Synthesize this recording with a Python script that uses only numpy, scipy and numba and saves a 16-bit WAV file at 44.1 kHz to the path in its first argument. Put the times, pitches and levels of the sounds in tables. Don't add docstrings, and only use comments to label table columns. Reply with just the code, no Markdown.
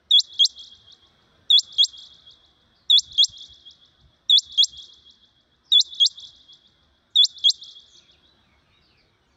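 import sys
import numpy as np
from scipy import signal
from scipy.fft import rfft, irfft, next_fast_len
from scipy.io import wavfile
from scipy.ndimage import uniform_filter1d, minimum_filter1d
from numba import njit

SR = 44100
rng = np.random.default_rng(int(sys.argv[2]) if len(sys.argv) > 2 else 0)


def put_to_file(sound):
    columns = np.atleast_2d(sound).T
    safe = np.clip(columns, -1, 1)
    whole_steps = np.round(safe * 32767)
    wavfile.write(sys.argv[1], SR, whole_steps.astype(np.int16))


N = 412776
T = np.arange(N) / SR


def undb(db):
    return 10 ** (np.asarray(db) / 20)


def unit(x):
    return x / np.sqrt(np.mean(x ** 2))


def add(out, s, x):
    i = max(int(round(s * SR)), 0)
    part = x[:max(len(out) - i, 0)]
    out[i:i + len(part)] += part


def colour(x, points):
    hz, db = np.transpose(points)
    size = next_fast_len(len(x) + 4096)
    f = np.maximum(np.fft.rfftfreq(size, 1 / SR), 1)
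    gain = undb(np.interp(np.log(f), np.log(hz), db))
    return irfft(rfft(x, size) * gain, size)[:len(x)]


def walk(size, rate):
    return np.interp(np.arange(size) / SR * rate, np.arange(512), rng.standard_normal(512))


WHIP_HZ, WHIP_GROWTH_S = 1620, 0.009
THIN_DB_PER_OCTAVE, CREST_DB, CREST_FADE_DB_PER_S, CREST_SAG_HZ_PER_S = -7, -14.5, -650, -9000
ATTACK_S, CREST_HOLD_S, BREAK_S = 0.004, .019, 0.0019
SQUEAK_HZ, SQUEAK_S, SQUEAK_LEAD_S, SQUEAK_RASP = 5660, 0.013, .009, 0.021
# frequency in Hz, filter gain in dB.
WHIP_HISS_CURVE = [(2600, -53.5), (3800, -2), (12000, 2)]
# multiple of the pitch, level in dB before the strain of the climb.
HIGH_OVERTONES = [(3, -42), (4, -46)]


def whistle(swing_s, low_hz, scoop_hz, scoop_s, creep_hz_per_s, crest_hz, onset_db, swell_s, octave_db, squeak_db,
            waver=.001, shimmer_db=1.11, strain_db=12, rasp=0.021, rasp_s=0.0062, hiss_db=-39):
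    crest_s = swing_s + WHIP_GROWTH_S * np.log((crest_hz - low_hz) / WHIP_HZ)
    t = np.arange(0, crest_s + CREST_HOLD_S, 1 / SR)
    scoop = scoop_hz * np.exp(-(t / scoop_s) ** 2)
    rise_hz = WHIP_HZ * np.exp((t - swing_s) / WHIP_GROWTH_S)
    top_hz = crest_hz + CREST_SAG_HZ_PER_S * (t - crest_s)
    pitch = np.minimum(low_hz + scoop + creep_hz_per_s * t + rise_hz, top_hz)
    pitch = uniform_filter1d(pitch, size=130)
    ratio = pitch / low_hz

    swell = np.sin(np.pi / 2 * np.minimum(t / swell_s, 1)) ** 2
    break_db = CREST_DB * (1 + np.tanh((t - crest_s + BREAK_S) / BREAK_S)) / 2
    spent_db = break_db + CREST_FADE_DB_PER_S * np.maximum(t - crest_s, 0)
    effort_db = onset_db * (1 - swell) + THIN_DB_PER_OCTAVE * np.log2(ratio) + spent_db

    strain = np.clip((ratio - 1) / 0.2, 0, 1)
    whip = np.exp(-((t - swing_s) / rasp_s) ** 2)
    hz = pitch * (1 + waver * walk(len(t), 280) + rasp * whip * walk(len(t), 2500))
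    phase = 2 * np.pi * np.cumsum(hz) / SR
    tone = np.sin(phase) + undb(octave_db) * np.sin(2 * phase)
    for multiple, db in HIGH_OVERTONES:
        audible = np.clip((SR / 2 - multiple * hz) / 2000, 0, 1)
        tone = tone + audible * undb(db + strain_db * strain) * np.sin(round(multiple) * phase)
    tone = tone + undb(hiss_db) * whip * colour(rng.standard_normal(len(t)), WHIP_HISS_CURVE)

    fade = np.sin(np.pi / 2 * np.minimum(np.minimum(t, t[-1] - t) / ATTACK_S, 1)) ** 2
    note = tone * fade * undb(effort_db + shimmer_db * walk(len(t), 200))
    note = np.pad(note, (int(SQUEAK_LEAD_S * SR), 0))
    squeak_hz = SQUEAK_HZ * (1 + SQUEAK_RASP * walk(int(SQUEAK_S * SR), 1500))
    squeak = np.hanning(len(squeak_hz)) * np.sin(2 * np.pi * np.cumsum(squeak_hz) / SR)
    add(note, 0, undb(squeak_db) * squeak)
    return note


LONG_SINGING = dict(scoop_hz=465, scoop_s=.023, creep_hz_per_s=0, crest_hz=7410, onset_db=-10.5, swell_s=0.09, octave_db=-35.5, squeak_db=-46)
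SHORT_SINGING = dict(scoop_hz=1020, scoop_s=.0025, creep_hz_per_s=2600, crest_hz=7570, onset_db=-16.5, swell_s=0.03, octave_db=-29.5, squeak_db=-62)


def quail(long_note, short_note):
    out = np.zeros(SR // 2)
    start_s = long_note[0] - 1 / 20
    for (s, swing_s, low_hz, db), style in ((long_note, LONG_SINGING), (short_note, SHORT_SINGING)):
        add(out, s - SQUEAK_LEAD_S - start_s, undb(db) * whistle(swing_s, low_hz, **style))
    return start_s, out


def scatter(t, rise_s, t60_s):
    decay = np.exp(-np.log(1000) * t / t60_s)
    tail = rng.standard_normal(len(t)) * (1 - np.exp(-(t / rise_s) ** 2)) * decay
    return tail / np.sqrt(np.sum(tail ** 2))


GROUND_LAG_S, GROUND_DB = .0115, -26
ROW_LAG_S, ROW_FALL_DB, ROW_COUNT = 0.02, -6, 3
# centre in Hz, width in Hz, depth in dB.
CAGE_NOTCHES = [(3235, 160, -12), (3520, 250, -17), (3830, 260, -7), (4550, 260, -11), (4980, 200, -7),
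                (5230, 200, -16), (5590, 130, -16), (5920, 150, -16), (6280, 220, -10), (6830, 600, -15)]
# echo delay in seconds, level of the front row in dB before random sway and air loss.
TREE_ECHOES = [(.137, -42.5), (.186, -44), (.217, -51.5), (.296, -51.5), (.468, -47.5), (.614, -56),
               (.77, -61.5), (.921, -67), (1.11, -73)]


def outdoors(call, crop_db=-34, far_db=-45, air_db=5.5, smear_db=-4, crop_loss_s=.1, far_loss_s=0.97,
             blur_db=12, sway_db=1.6):
    size = 2 * SR
    t, f = np.arange(size) / SR, np.fft.rfftfreq(size, 1 / SR)
    cage = 1
    for hz, width_hz, db in CAGE_NOTCHES:
        detune = hz ** 2 - f ** 2
        damping = 1j * f * width_hz
        cage = cage * (detune + damping * undb(db)) / (detune + damping)
    near = cage + undb(GROUND_DB) * np.exp(-2j * np.pi * f * GROUND_LAG_S)

    loss_db = air_db * (f / 4000) ** 2
    crop = undb(crop_db - crop_loss_s * loss_db) * rfft(scatter(t, rise_s=0.0042, t60_s=.2))
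    far = undb(far_db - far_loss_s * loss_db) * rfft(scatter(t, rise_s=0.2, t60_s=2.1))

    trees = 0
    for delay_s, db in TREE_ECHOES:
        blur = undb(smear_db + blur_db * delay_s)
        stand = np.zeros(size)
        for row in range(ROW_COUNT):
            foliage = blur * scatter(t[:SR // 10], rise_s=0.00033, t60_s=0.012)
            foliage[0] += 1
            row_db = db + row * ROW_FALL_DB + sway_db * rng.standard_normal()
            add(stand, delay_s + row * ROW_LAG_S, undb(row_db) * foliage / np.hypot(1, blur))
        trees = trees + undb(-delay_s * loss_db) * rfft(stand)

    response = irfft(near + crop + far + trees, size)[:-SR // 10]
    return signal.fftconvolve(call, response)[:N]


def chirps(table, glide, arch, buzz, flutter_db=3):
    out = np.zeros(N)
    for s, length_s, start_hz, db in table:
        size = int(max(length_s, .02) * SR)
        along = np.linspace(0, 1, size)
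        path_hz = start_hz * (1 + glide * along + arch * np.sin(np.pi * along))
        hz = path_hz * (1 + buzz * walk(size, 900))
        loudness = undb(db + flutter_db * walk(size, 53)) * signal.windows.tukey(size, .5)
        add(out, s, loudness * np.sin(2 * np.pi * np.cumsum(hz) / SR))
    return out


FLOCK_START_S, FLOCK_LASTS_S, FLOCK_LOW_HZ, FLOCK_NOTE_S, FLOCK_DB = 7.9, 1.4, 2330, 0.0705, -74
# start in seconds, length in seconds, start pitch in Hz, level in dB before flutter and blur.
HIGH_BUZZES = [(2.732, 0.13, 4890, -62.5), (5.63, 0.11, 5470, -60), (7.1, 0.033, 7440, -70),
               (7.865, .14, 6890, -59.5), (8.803, .13, 4930, -62), (8.967, 0.065, 5070, -61),
               (9.25, .11, 7000, -80.5)]
RISING_PIPINGS = [(8.24, 0.083, 3670, -59), (8.39, .09, 3650, -67.5), (8.712, 0.098, 3560, -63),
                  (9.04, 0.086, 3620, -72)]
LOW_SLURS = [(7.979, 0.12, 2960, -65.5), (8.125, 0.043, 3150, -61), (8.416, .16, 2797, -66),
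             (8.58, 0.29, 2800, -70.5), (8.89, .15, 2925, -63), (9.28, .08, 2790, -73.5)]


def far_birds(wet_db=-3):
    flock = [(FLOCK_START_S + when * FLOCK_LASTS_S, FLOCK_NOTE_S, FLOCK_LOW_HZ * 2 ** octave, FLOCK_DB)
             for when, octave in rng.random(size=(22, 2))]
    out = chirps(HIGH_BUZZES, glide=-0.19, arch=0.0064, buzz=.06)
    out += chirps(RISING_PIPINGS, glide=0.0874, arch=0.022, buzz=0.0082)
    out += chirps(LOW_SLURS, glide=-.24, arch=-0.045, buzz=0.056)
    out += chirps(flock, glide=-.1, arch=.03, buzz=0.018)
    blur = scatter(T[:SR], rise_s=0.012, t60_s=0.28)
    return out + undb(wet_db) * signal.fftconvolve(out, blur)[:N]


BUMP_DB, BUMP_EDGE_S = 5, 0.015
# start in seconds and length in seconds without the edges, level in dB before BUMP_DB.
AIR_BUMPS = [(2.997, 0.03, -46), (3.05, 0.1, -50.5), (3.293, 0.022, -48.5), (3.473, 0.068, -57),
             (3.964, 0.16, -57), (4.438, 0.11, -59), (4.654, 0.16, -57.5)]


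def bumps():
    push = np.zeros(N)
    for s, length_s, db in AIR_BUMPS:
        envelope = np.hanning(int((length_s + 2 * BUMP_EDGE_S) * SR))
        add(push, s - BUMP_EDGE_S, undb(db + BUMP_DB) * envelope)
    thud_curve = [(25, -29), (65, 6.5), (115, -4.5), (200, -16.0), (500, -49), (2000, -96.0)]  # Hz, dB
    return push * unit(colour(rng.standard_normal(N), thud_curve))


def noise_patches(shape, frames, bands):
    smooth = uniform_filter1d(rng.standard_normal(shape), size=frames, axis=1)
    return unit(uniform_filter1d(smooth, size=bands, axis=0))


# frequency in Hz, relative level in dB.
FIELD_CURVE = [(15, -44.5), (25, -12), (70, 1.5), (124, -3.5), (157, -2.5), (187, -6.5), (237, -6),
               (278, -10.5), (339, -6.5), (421, -12.5), (703, -12.5), (840, -16), (1090, -13),
               (1680, -14.5), (2800, -28), (3640, -53), (6160, -120)]
# frequency in Hz, relative level in dB.
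LEAVES_CURVE = [(1800, -23), (2700, -6.5), (3500, 8), (4600, -3.5), (5800, -4.5), (7000, -20.5),
                (7700, -16), (8200, -1.5), (10000, -6.5), (15500, -12.5)]
# time in seconds, rumble level in dB before flicker.
BREEZE_LEVEL = [(0, -65.5), (.7, -65), (1.2, -61), (2.2, -64), (3.5, -66), (4.5, -66), (5.4, -68.5),
                (6.3, -65.5), (7.6, -67.5), (8.4, -63.5), (9.36, -65.5)]
# centre in Hz, filter width in Hz, level in dB.
DRONE_BANDS = [(72, 17, -71.5), (238, 27, -78), (332, 63, -79.5), (694, 55, -87), (1552, 370, -80.5)]


def background(leaves_db=-73, flicker_db=0.1, patchy_db=3.5, ripple_db=0.5, drift_db=1.1):
    breeze_db = np.interp(T, *np.transpose(BREEZE_LEVEL)) + flicker_db * walk(N, 18)
    rumble = unit(colour(rng.standard_normal(N), FIELD_CURVE)) * undb(breeze_db)
    leaves = unit(colour(rng.standard_normal(N), LEAVES_CURVE))
    leaves = leaves * undb(leaves_db + breeze_db - breeze_db.mean())
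    drone = np.zeros(N)
    for hz, width_hz, db in DRONE_BANDS:
        b, a = signal.iirpeak(hz, hz / width_hz, SR)
        hum = signal.lfilter(b, a, signal.lfilter(b, a, rng.standard_normal(N)))
        drone += undb(db) * unit(hum)

    cells = signal.stft(rumble + leaves, nperseg=2048)[2]
    flicker = noise_patches(cells.shape, frames=4, bands=2)
    drift = noise_patches(cells.shape, frames=14, bands=6)
    ripple = rng.standard_normal((len(cells), 1))
    cell_db = patchy_db * flicker + drift_db * drift + ripple_db * ripple
    return signal.istft(cells * undb(cell_db))[1][:N] + drone


# start in seconds, time to the upswing in seconds, base pitch in Hz,
# level in dB before the note's own shaping and the limiter.
FIRST_NOTES = [(0.1078, 0.092, 3325, 6), (1.5007, 0.091, 3336, 8), (2.8984, 0.0915, 3349, 7.5),
               (4.2949, 0.092, 3355, 7), (5.718, 0.092, 3377, 7.5), (7.1554, 0.0935, 3371, 6)]
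SECOND_NOTES = [(0.391, 0.063, 3179, 7.5), (1.781, 0.063, 3210, 7.5), (3.1779, 0.064, 3202, 7),
                (4.5754, 0.064, 3203, 6.5), (5.9984, 0.065, 3213, 6.5), (7.4389, 0.0625, 3203, 7)]


def scene():
    out = far_birds() + background() + bumps()
    for long_note, short_note in zip(FIRST_NOTES, SECOND_NOTES):
        start_s, call = quail(long_note, short_note)
        add(out, start_s, outdoors(call))
    return out[None]


@njit
def follow(x, release):
    out, e = np.empty(len(x)), 0.
    for i in range(len(x)):
        e = max(x[i], e * release)
        out[i] = e
    return out


TOP_HZ = 15900
# frequency in Hz, gain in dB.
MIC_CURVE = [(20, -2.5), (7550, -0.5), (7950, -11), (9000, -18.5), (10300, -21.5), (11400, -12.5),
             (12400, -17.5), (13500, -22), (15000, -11), (16000, -16.5)]


def record(dry, ceiling_db=-7.5, hold_s=0.031, release_s=0.0078):
    x = dry[0]
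    hold = int(max(hold_s, .002) * SR) | 1
    peak = -minimum_filter1d(-np.abs(x), hold, origin=hold // 2)
    level = follow(peak, np.exp(-1 / (release_s * SR)))
    gain = np.minimum(1, undb(ceiling_db) / (level + 1e-9))
    gain = uniform_filter1d(minimum_filter1d(gain, size=180), size=180)
    cutoff = signal.ellip(10, .1, 80, TOP_HZ, fs=SR, output="sos")
    return signal.sosfilt(cutoff, colour(x * gain, MIC_CURVE))[None]


dry = scene()
out = record(dry)
put_to_file(out)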